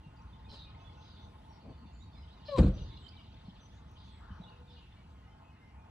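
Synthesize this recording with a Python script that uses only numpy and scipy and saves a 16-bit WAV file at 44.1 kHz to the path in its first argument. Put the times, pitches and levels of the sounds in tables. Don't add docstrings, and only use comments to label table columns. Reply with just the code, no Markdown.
import sys
import numpy as np
from scipy import signal
from scipy.fft import rfft, irfft
from scipy.io import wavfile
from scipy.ndimage import uniform_filter1d

SR = 44100
rng = np.random.default_rng(int(sys.argv[2]) if len(sys.argv) > 2 else 0)


def decibels_to_gain(level_db):
    exponent = np.asarray(level_db, float) / 20
    return 10 ** exponent


def generate_wav(signal):
    frames = np.transpose(np.atleast_2d(signal))
    scaled = np.clip(frames, -1, 1) * 32767
    pcm = np.round(scaled).astype(np.int16)
    wavfile.write(sys.argv[1], SR, pcm)


N = 260190


def evened(x):
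    return x / np.sqrt(np.mean(x ** 2) + 1e-20)


def read(points, hz):
    f, value = np.transpose(points)
    return np.interp(np.log(hz + 1), np.log(f + 1), value)


def curve(rows, t, count):
    rows = np.asarray(rows)
    return np.interp(t, rows[:, 0], rows[:, count])


def add(mix, s, sound):
    part = mix[..., round(s * SR):][..., :sound.shape[-1]]
    part += sound[..., :part.shape[-1]]


def panned(x, db):
    return x * decibels_to_gain(np.array([[db / 2], [-db / 2]]))


def coloured(x, points):
    size = x.shape[-1]
    gain_db = read(points, np.fft.rfftfreq(size, 1 / SR))
    return irfft(rfft(x) * decibels_to_gain(gain_db), size)


# frequency in Hz, coherence from 0 to 1.
COHERENCE = [(60, 1), (180, 1), (520, 0.77), (1500, 0.82), (4500, 0.52), (13000, 0.28)]
# frequency in Hz, lead of the left port in radians.
PORT_LEAD = [(140, -0.19), (600, -1.5), (950, -1.5), (1550, -0.65), (1980, 0.4), (2930, -2), (3270, -2),
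             (3530, -1.33), (5170, -2), (5860, -1), (6550, -1.2), (9820, -1), (12100, -3.5), (13400, 2)]


def noise(gain, size, patchy_db, near=0):
    hz = np.fft.rfftfreq(size, 1 / SR)
    a, b, c, d, patches = rng.standard_normal((4 * N // size + 5, len(hz), 5)).T
    patches = uniform_filter1d(patches, size // 100, 0)
    patches = evened(uniform_filter1d(patches, size=12, axis=1))
    same = np.clip(read(COHERENCE, hz) + near, 0, 1)[:, None]
    lag = np.exp(-1j * read(PORT_LEAD, hz) * np.clip(1 - 2.5 * near, 0, 1))[:, None]
    left = a + 1j * b
    right = same * lag * left + np.sqrt(1 - same ** 2) * (c + 1j * d)
    z = np.array([left, right]) * gain(hz)[:, None] * decibels_to_gain(patchy_db * patches)
    return evened(signal.istft(z, nperseg=size, noverlap=3 * size // 4)[1][:, :N])


def shaped_noise(spectrum, size, patchy_db, near=0):
    return noise(lambda hz: decibels_to_gain(read(spectrum, hz)), size, patchy_db, near)


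def band_bursts(rows):
    out = np.zeros((2, N))
    bins_hz = np.fft.rfftfreq(SR // 2, 1 / SR)
    for s, length, db, hz, width in rows:
        grit = rng.standard_normal((2, SR // 2))
        grit = grit + (1 + (300 / hz) ** 2) * grit[0]
        band = np.exp(-((bins_hz - hz) / width) ** 2)
        burst = evened(irfft(rfft(grit) * band))[:, :round(length * SR)]
        add(out, s, decibels_to_gain(db) * burst * signal.windows.tukey(burst.shape[1], .85))
    return out


# time in seconds, pitch in Hz, level in dB.
SQUEAL = [
    (2.478, 583, -73),
    (2.487, 585, -45),
    (2.495, 595.5, -38),
    (2.509, 576.5, -48.5),
    (2.524, 565, -37.5),
    (2.544, 550, -35),
    (2.56, 536.5, -36.5),
    (2.571, 500, -49.5),
    (2.585, 484, -52),
]


def squeal():
    t = np.arange(SQUEAL[0][0], SQUEAL[-1][0], 1 / SR)
    hz, db = curve(SQUEAL, t, count=1), curve(SQUEAL, t, count=2)
    turn = 2 * np.pi * np.cumsum(hz) / SR
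    octave_db = -18.5 + 0.3075 * (585 - hz)
    tone = decibels_to_gain(db) * (np.sin(turn) + decibels_to_gain(octave_db) * np.sin(2 * turn))
    partials_db = (1.5, -1.0, -0.5, -5.0, -6.0)
    upper = sum(decibels_to_gain(part_db) * np.sin(k * turn) for k, part_db in enumerate(partials_db, 3))
    tone += decibels_to_gain(np.linspace(-60.5, -80, len(t))) * upper
    out = np.zeros(N)
    add(out, t[0], np.sqrt(2) * tone * signal.windows.tukey(len(t), .16))
    return out


# time in seconds, push level in dB, push length in seconds, latch tick level in dB.
BLOWS = [(2.563, -43, .008, -41), (2.574, -34, 0.0036, -33.5), (2.589, -20.5, 0.0033, -36),
         (2.634, -26, .003, -60), (2.688, -30, .003, -53), (2.582, -23.5, 0.0015, -32.5),
         (2.594, -7.5, 0.0043, -46), (2.607, -13, 0.0063, -50), (2.628, -24, 0.0051, -65),
         (2.644, -14.5, 0.0061, -60), (2.665, -16, 0.0053, -49), (2.681, -26.5, 0.0043, -48),
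         (2.703, -23, 0.009, -72), (2.744, -34, 0.0041, -84), (2.801, -25, 0.015, -80),
         (2.879, -40, 0.0065, -72)]
# frequency in Hz, level in dB, 60 dB decay time in seconds.
BODY = [(43.5, -0.5, 0.26), (75.5, -4, 0.44), (101, -19, 0.16), (118.5, 5.5, 0.16), (144.3, -9.5, 0.33),
        (169.7, 3.5, 0.106), (194, 2.5, 0.21), (230.6, -4.5, 0.26), (286.5, -17, .15), (328.6, -2, 0.21),
        (353, -10.5, 0.24), (437, -18, 0.17), (528, -10, 0.2), (575, -21, .15), (714, -26, .12),
        (940, -20, 0.12), (1020, -29, .1), (1270, -34.5, .1)]
# frequency in Hz, level in dB per Hz.
RATTLE = [(880, -36), (1500, -11), (1800, -6), (2730, -2.5), (3950, -3.5), (5410, -16), (7750, -14.5),
          (9950, -25), (11000, -32), (13600, -41), (15500, -39)]


def slam():
    t = np.arange(SR // 2) / SR
    pushes, ticks, ring = np.zeros(N), np.zeros(N), np.zeros(len(t))
    for k, (hz, db, t60) in enumerate(BODY):
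        ring += decibels_to_gain(db - 60 * t / t60) * np.sin(2 * np.pi * hz * t + np.pi * k)
    t = t[:900]
    for s, push_db, length, tick_db in BLOWS:
        push = t * np.exp(-t * 5.15 / length)
        add(pushes, s, decibels_to_gain(push_db) * push / push.sum())
        add(ticks, s, decibels_to_gain(tick_db) * rng.standard_normal(900) * np.exp(-t / 0.0077))
    return 0.42 * signal.fftconvolve(pushes, ring)[:N] + coloured(ticks, RATTLE)


# time in seconds, level in dB.
SHAKE = [
    (2.574, -43),
    (2.587, -22.5),
    (2.611, -33),
    (2.679, -38),
    (2.709, -47),
    (2.79, -55.5),
    (2.9, -65),
]
# frequency in Hz, level in dB per Hz.
PANELS = [(150, -39), (250, -5.5), (331, -1.5), (399, -19), (491, -7.5), (599, -16), (714, -20),
          (3000, -46.5), (3900, -85), (6600, -120)]


def shake():
    t = np.arange(N) / SR
    on = (t > SHAKE[0][0]) * np.clip((SHAKE[-1][0] - t) / 0.041, 0, 1)
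    db = curve(SHAKE, t, count=1)
    panels = shaped_noise(PANELS, size=2048, patchy_db=3.0, near=0.3)
    grains = decibels_to_gain(0.91 * evened(uniform_filter1d(rng.standard_normal(N), size=120)))
    rattle = shaped_noise(RATTLE, size=256, patchy_db=5, near=0.11) * grains
    rattle *= t > 2.584
    rattle_db = 1.225 * db - 13.5
    return on * (panels * decibels_to_gain(db) + rattle * decibels_to_gain(rattle_db))


# frequency in Hz, left minus right level in dB.
CAR_SIDE = [(150, 0.1), (350, 1), (650, 6.5), (1200, 8), (2200, 1.5), (4000, 0.5)]


def placed_car(car):
    left = coloured(car[0], np.multiply(CAR_SIDE, [1, .5]))
    right = coloured(car[1], np.multiply(CAR_SIDE, [1, -.5]))
    return np.array([left, right])


# time in seconds, level in dB, frequency in Hz, 60 dB decay time in seconds.
STEPS = [
    (0.063, -44.5, 153, 0.079),
    (0.51, -40, 85, 0.037),
    (0.881, -50, 79.6, 0.086),
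    (1.66, -46, 137, 0.057),
    (1.703, -40.5, 115, 0.051),
    (2.547, -41, 131, .1),
    (3.481, -37.5, 188, 0.053),
    (4.303, -43.5, 194, 0.074),
    (4.314, -40, 81.3, 0.1),
    (4.399, -39, 179, 0.062),
]
# start and length in seconds, level in dB, centre and width of the band in Hz.
SCUFFS = [(.5, 0.08, -58.5, 260, 1200), (0.505, 0.089, -73, 5700, 3700), (1.61, 0.15, -57.5, 470, 470),
          (1.62, 0.127, -53.5, 252, 73), (1.77, .15, -57.5, 210, 85), (4.14, 0.32, -60.5, 1320, 450),
          (4.3, .35, -70, 1150, 770), (5.2, .25, -74, 800, 40), (2.655, 0.034, -52.5, 1240, 140),
          (1.15, 0.59, -89.5, 9500, 3000), (4.4, 0.57, -69.5, 488, 17), (5.2, 0.24, -70.5, 810, 72),
          (2.5, 0.067, -75.5, 6400, 3600), (0.87, 0.26, -86, 5900, 360), (1.5, 0.12, -78, 5200, 510)]


def boots():
    t = np.arange(SR // 4) / SR
    out = band_bursts(SCUFFS)
    for s, db, hz, t60 in STEPS:
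        envelope = decibels_to_gain(db + 7.0 - 60 * t / t60) * (1 - np.exp(-t / 0.0039))
        add(out, s, envelope * np.sin(2 * np.pi * hz * t))
    return out


# start and length in seconds, starting pitch in Hz, level in dB.
PIPER = [(.779, 0.069, 6140, -85), (.961, 0.15, 6170, -84), (1.186, 0.12, 6140, -85),
         (1.472, 0.11, 5660, -79.5), (2.105, .17, 5060, -78.5), (2.705, .17, 5950, -74),
         (3.587, 0.1, 6010, -72.5)]
SLIDER = [(1.9, .17, 7200, -85), (2.98, 0.068, 7920, -85)]
GLIDER = [(.15, 0.065, 4940, -79), (4.055, .235, 8530, -87)]
RISER = [(1.99, 0.06, 3400, -74), (2.165, 0.035, 3820, -70.5), (2.293, 0.064, 3455, -72.5),
         (3.527, 0.067, 5300, -95)]
WHIP = [(.214, 0.013, 5200, -76), (.393, 0.011, 3440, -73), (2.966, 0.013, 3430, -59),
        (3.076, 0.024, 3580, -60.5), (3.165, 0.0098, 3380, -59.5), (4.481, 0.028, 2930, -71),
        (3.268, 0.014, 2440, -69)]
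FALLER = [(.179, 0.021, 2780, -69.5), (.49, 0.026, 3300, -71), (2.145, .03, 2610, -73),
          (2.396, 0.017, 3030, -69.5), (3.428, 0.081, 4950, -79), (3.63, 0.065, 4900, -91),
          (4.41, 0.021, 4060, -69), (4.428, 0.033, 4050, -63.5), (4.515, 0.019, 2840, -67),
          (4.67, 0.032, 3910, -67), (4.92, 0.019, 3720, -70.5), (2.915, 0.029, 4100, -64),
          (3.01, 0.027, 3370, -67)]
HEDGE = [(.323, 0.021, 3580, -71), (.335, 0.02, 3090, -72), (.442, 0.026, 3650, -71),
         (.79, 0.063, 2650, -75), (.794, 0.02, 2950, -76), (.827, 0.083, 3500, -68),
         (1.715, 0.068, 3603, -76.5), (1.85, 0.053, 3614, -77), (2.125, .05, 3610, -71.5),
         (2.228, .018, 3020, -72), (3.034, 0.047, 3130, -61.5), (3.008, .03, 3820, -73),
         (4.436, .018, 3440, -67), (4.69, 0.062, 3610, -79), (4.87, 0.023, 3600, -83),
         (4.922, 0.016, 3200, -72)]
FLUTER = [(.027, 0.043, 2797, -70), (.261, 0.015, 2610, -70.5), (.458, 0.043, 2500, -72.5),
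          (.645, 0.057, 2496, -67), (1.13, .03, 2900, -78), (1.168, 0.042, 2670, -80),
          (.72, .013, 2500, -72), (.745, 0.014, 2120, -68), (.891, .015, 2180, -70.5),
          (2.172, 0.033, 2134, -72.5), (2.21, .04, 2130, -78), (2.786, 0.034, 2890, -69),
          (2.972, 0.014, 2890, -63), (3.172, 0.018, 3040, -62.5), (3.574, 0.037, 3530, -71),
          (3.697, 0.047, 3500, -73), (3.768, .038, 2100, -74), (4.304, 0.028, 3080, -67.5),
          (4.445, 0.075, 2900, -69.5), (4.955, 0.058, 2300, -77), (3.125, .05, 2350, -70),
          (3.185, 0.028, 2260, -73.5), (3.185, 0.032, 2840, -70.5), (4.755, 0.049, 2900, -73),
          (4.815, 0.052, 2690, -75), (4.955, .03, 2900, -74)]
THIN = [(5.145, .05, 2100, -78), (5.15, .055, 3150, -82), (5.15, .045, 2700, -83),
        (5.212, 0.059, 1950, -74), (5.262, 0.052, 2080, -73), (5.235, .035, 2890, -77),
        (5.295, 0.065, 3080, -78.5), (5.355, .07, 2055, -79), (5.44, .055, 2695, -74.5),
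        (5.425, 0.11, 2550, -77), (5.495, .028, 2950, -75), (5.51, 0.058, 2133, -76),
        (5.575, 0.11, 2100, -71), (5.7, .06, 2120, -83), (5.757, 0.12, 2440, -75), (5.58, 0.054, 2750, -81)]


def stray_notes():
    s, length, hz, size = rng.random((70, 4)).T
    length = np.interp(length, (0, 1), (.012, .05))
    hz = np.interp(hz, (0, 1), (2100, 3800))
    return np.transpose([s * 5.0, length, hz, -78 - 8 * size])


def whistles():
    stray = stray_notes()
    # notes, glide in Hz a second, left minus right in dB, echo in dB.
    singers = [(PIPER, 30, 1.2, -1.5), (SLIDER, -1500, 1.2, 3), (GLIDER, -4300, -1.5, -5),
               (RISER, 9800, -16, -1.5), (WHIP, 66000, -8, -6), (FALLER, -14000, -1.2, -4),
               (HEDGE, -900, -11, -4), (FLUTER, -600, 1.3, -4), (THIN, -60, 1.3, -6),
               (stray[::2], -3000, -6, -3), (stray[1::2], 2500, 3, -3)]
    direct, far = np.zeros((2, N)), np.zeros(N)
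    for notes, glide, side_db, echo_db in singers:
        for s, length, start_hz, db in notes:
            t = np.arange(round(length * SR)) / SR
            flutter = evened(uniform_filter1d(rng.standard_normal(SR // 4), size=300))[:len(t)]
            hz = start_hz + glide * t * (1.7 - 0.7 * t / length)
            hz = hz + .007 * start_hz * flutter[::-1]
            turn = 2 * np.pi * np.cumsum(hz) / SR
            note = decibels_to_gain(db + 2.5 + 3.5 * flutter) * np.sin(turn) * signal.windows.tukey(len(t), .7)
            add(direct, s, panned(note, side_db))
            add(far, s, decibels_to_gain(echo_db) * note)
    return direct, far


# start and length in seconds, lowest pitch at start and at end in Hz, echo level in dB.
NEAR_TRILLS = [
    (0.48, .185, 4120, 3560, -61.5),
    (2.445, 0.15, 4125, 3840, -62),
]
FAR_TRILLS = [
    (1.0, .25, 3860, 3400, -68),
    (2.738, 0.27, 3716, 3337, -67),
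    (3.958, 0.18, 3800, 3203, -69),
    (4.685, 0.15, 4194, 2500, -69.5),
]


def trills():
    near, far = np.zeros(N), np.zeros(N)
    # trills, direct sound over the echo in dB, fade of the leap tops by the end in dB.
    for rows, direct_db, end_db in ((NEAR_TRILLS, 6, -18), (FAR_TRILLS, -3.5, -7)):
        for s, length, from_hz, to_hz, echo_db in rows:
            count = round(length * SR)
            t = np.arange(count) / SR
            wobble = evened(uniform_filter1d(rng.standard_normal(count), size=900))
            rough = evened(uniform_filter1d(rng.standard_normal(count), size=150))
            leap = (.5 - .5 * np.cos(2 * np.pi * 77.0 * t + .35 * wobble)) ** 1.3
            hz = np.linspace(from_hz, to_hz, count) + np.linspace(1450.0, 850.0, count) * leap
            tilt_db = np.linspace(-3.0, end_db, count) * leap + np.linspace(-3.0, 1.5, count)
            song = np.sqrt(2) * decibels_to_gain(tilt_db + 2.5 * rough) * np.sin(2 * np.pi * np.cumsum(hz) / SR)
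            song = song * signal.windows.tukey(count, .3)
            add(near, s, decibels_to_gain(echo_db + direct_db) * song)
            add(near, s + .0045, decibels_to_gain(echo_db + direct_db - 8) * song)
            add(far, s, decibels_to_gain(echo_db) * song)
    return near, far


# start and end in seconds, falling chips a second, top and bottom pitch in Hz, level in dB.
CHATTER = (1.519, 2.15, 11.75, 4950, 3950, -70)


def chatter():
    start, end, rate, top_hz, bottom_hz, db = CHATTER
    out = np.zeros(N)
    hz = np.linspace(top_hz, bottom_hz, 600)
    chip = np.sin(2 * np.pi * np.cumsum(hz) / SR) * np.hanning(600)
    for s in np.arange(start, end, 1 / rate):
        add(out, s, decibels_to_gain(db) * chip)
        add(out, s + 0.016, decibels_to_gain(db - 8.0) * chip)
    return out


# frequency in Hz, 60 dB decay time in seconds.
YARD = [(100, 0.22), (600, 0.36), (3000, 0.46), (8000, 0.18)]


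def yard(x):
    taps = np.zeros((2, SR))
    at = np.arange(300, SR - 20, 20) + rng.integers(0, 20, (2, (SR - 301) // 20))
    np.put_along_axis(taps, at, rng.choice([-1., 1.], at.shape), 1)
    hz, t, z = signal.stft(taps, SR, nperseg=256)
    decay = decibels_to_gain(-60 * t / read(YARD, hz)[:, None])
    tail = signal.istft(z * decay, SR, nperseg=256)[1]
    return signal.fftconvolve(x[None], tail / np.linalg.norm(tail[0]), axes=1)[:, :N]


# start and length in seconds, level in dB,
# centre and width of the band in Hz.
TICKS = [
    (3.912, .008, -79, 10000, 8000),
    (4.6, .008, -86, 11000, 6000),
    (.222, .008, -80, 4500, 2500),
    (2.584, .009, -72, 15300, 900),
    (2.598, .006, -80, 15300, 700),
]


def snaps():
    return band_bursts(TICKS)


# start and length in seconds, level in dB, centre and width of the band in Hz.
HAZE = [(3.7, .14, -80, 6300, 900), (3.85, .15, -81, 6000, 700), (4.02, .1, -79.5, 6100, 1100),
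        (4.27, .2, -84, 5750, 400), (3.01, .09, -80, 7400, 500), (.94, .14, -82, 5800, 450),
        (1.17, .13, -83, 5900, 400), (1.89, .2, -83, 7050, 350)]


def haze():
    return band_bursts(HAZE)


# frequency in Hz, level in dB per Hz.
CHORUS = [(1180, -34), (2000, -13.5), (2170, -16.5), (2810, -6.5), (3020, -0.5), (3330, 0), (3640, -0.5),
          (4750, -7.5), (5160, -11.5), (5350, -18), (6000, -18.5), (7800, -45), (13200, -120)]
# time in seconds, level in dB.
BUSY = [(0, -82), (.9, -71), (1.5, -77.5), (2.05, -82), (2.3, -68.5), (3.2, -68), (3.63, -70.5),
        (3.8, -74.5), (4.4, -74), (5.3, -81.5), (5.9, -100)]


def chorus():
    t = np.arange(N) / SR
    level = decibels_to_gain(curve(BUSY, t, count=1))
    for s, *_, echo_db in NEAR_TRILLS + FAR_TRILLS:
        age = np.maximum(t - s, 0) / 0.054
        level += decibels_to_gain(echo_db - 2) * age * np.exp(1 - age)
    return level * shaped_noise(CHORUS, size=256, patchy_db=4.5)


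# start and length in seconds, level in dB, centre and width of the band in Hz.
SURGES = [
    (1.202, 0.18, -48.5, 64.6, 10),
    (1.8, 0.22, -51, 57.41, 10),
    (1.88, 0.23, -57, 66.96, 7.2),
    (2.17, 0.16, -50.5, 67.5, 13),
]


def lorry():
    return band_bursts(SURGES)


# frequency in Hz, level in dB per Hz.
RUMBLE = [(11, -43.5), (18, -33), (45, -6.5), (65, 4.5), (130, -7.5), (184, -9.5), (312, -18.5), (379, -23),
          (500, -28.5), (650, -38), (1100, -120)]
# frequency in Hz, width in Hz, level in dB.
HUM = [(883, 71, 2), (1055.5, 39, -1), (1260, 49, -6), (1450, 60, -8.5), (674, 122, -6), (476.5, 75, -6.5)]
# time in seconds, level in dB.
TRAFFIC = [(0, -0.5), (.3, 1.5), (1, 3), (1.9, -3), (2.3, -2), (2.7, -2), (3.8, -1.8), (4.15, -3),
           (4.47, 4.5), (4.85, -7), (5.27, -0.5), (5.6, -3.5), (5.9, -1)]


def tyre_hum(hz):
    return sum(decibels_to_gain(db) / (1 + (2 * (hz - centre) / width) ** 2) for centre, width, db in HUM)


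def traffic():
    t = np.arange(N) / SR
    cars_db = curve(TRAFFIC, t, count=1)
    after = t - 2.806
    heave = decibels_to_gain(-43.5 - 84 * np.maximum(after, 0)) * np.clip(1 + after / .12, 0, 1)
    low = decibels_to_gain(-52.5 + .2 * cars_db - 0.36 * t) + heave
    rumble = low * shaped_noise(RUMBLE, size=4096, patchy_db=1.0)
    return rumble + decibels_to_gain(-64.5 + cars_db) * noise(tyre_hum, size=2048, patchy_db=2.0)


# frequency in Hz, level in dB per Hz.
AIR = [(120, -31), (200, -2), (322, -12), (346, -21), (391, -15.5), (577, -12.5), (866, -4), (1370, -12),
       (2060, -13), (2250, -16), (2780, -14), (4240, -23.5), (13600, -40.5), (14300, -75)]


def air():
    return decibels_to_gain(-67.5) * shaped_noise(AIR, size=1024, patchy_db=2.5)


def scene():
    gate = squeal() + slam()
    car = placed_car(gate + shake())
    notes, ringing = whistles()
    near, far = trills()
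    chips = chatter()
    high = signal.lfilter(*signal.butter(2, 300, "high", fs=SR), gate)
    echoes = yard(decibels_to_gain(-15.0) * high + ringing + far + decibels_to_gain(5.0) * chips)
    birds = notes + panned(near + chips, -2.5)
    background = snaps() + haze() + chorus() + lorry() + traffic() + air()
    return car + boots() + birds + echoes + background


def top_cut(x):
    return signal.sosfilt(signal.butter(12, 15800, fs=SR, output="sos"), x)


def record(dry):
    return top_cut(dry)


dry = scene()
out = record(dry)
generate_wav(out)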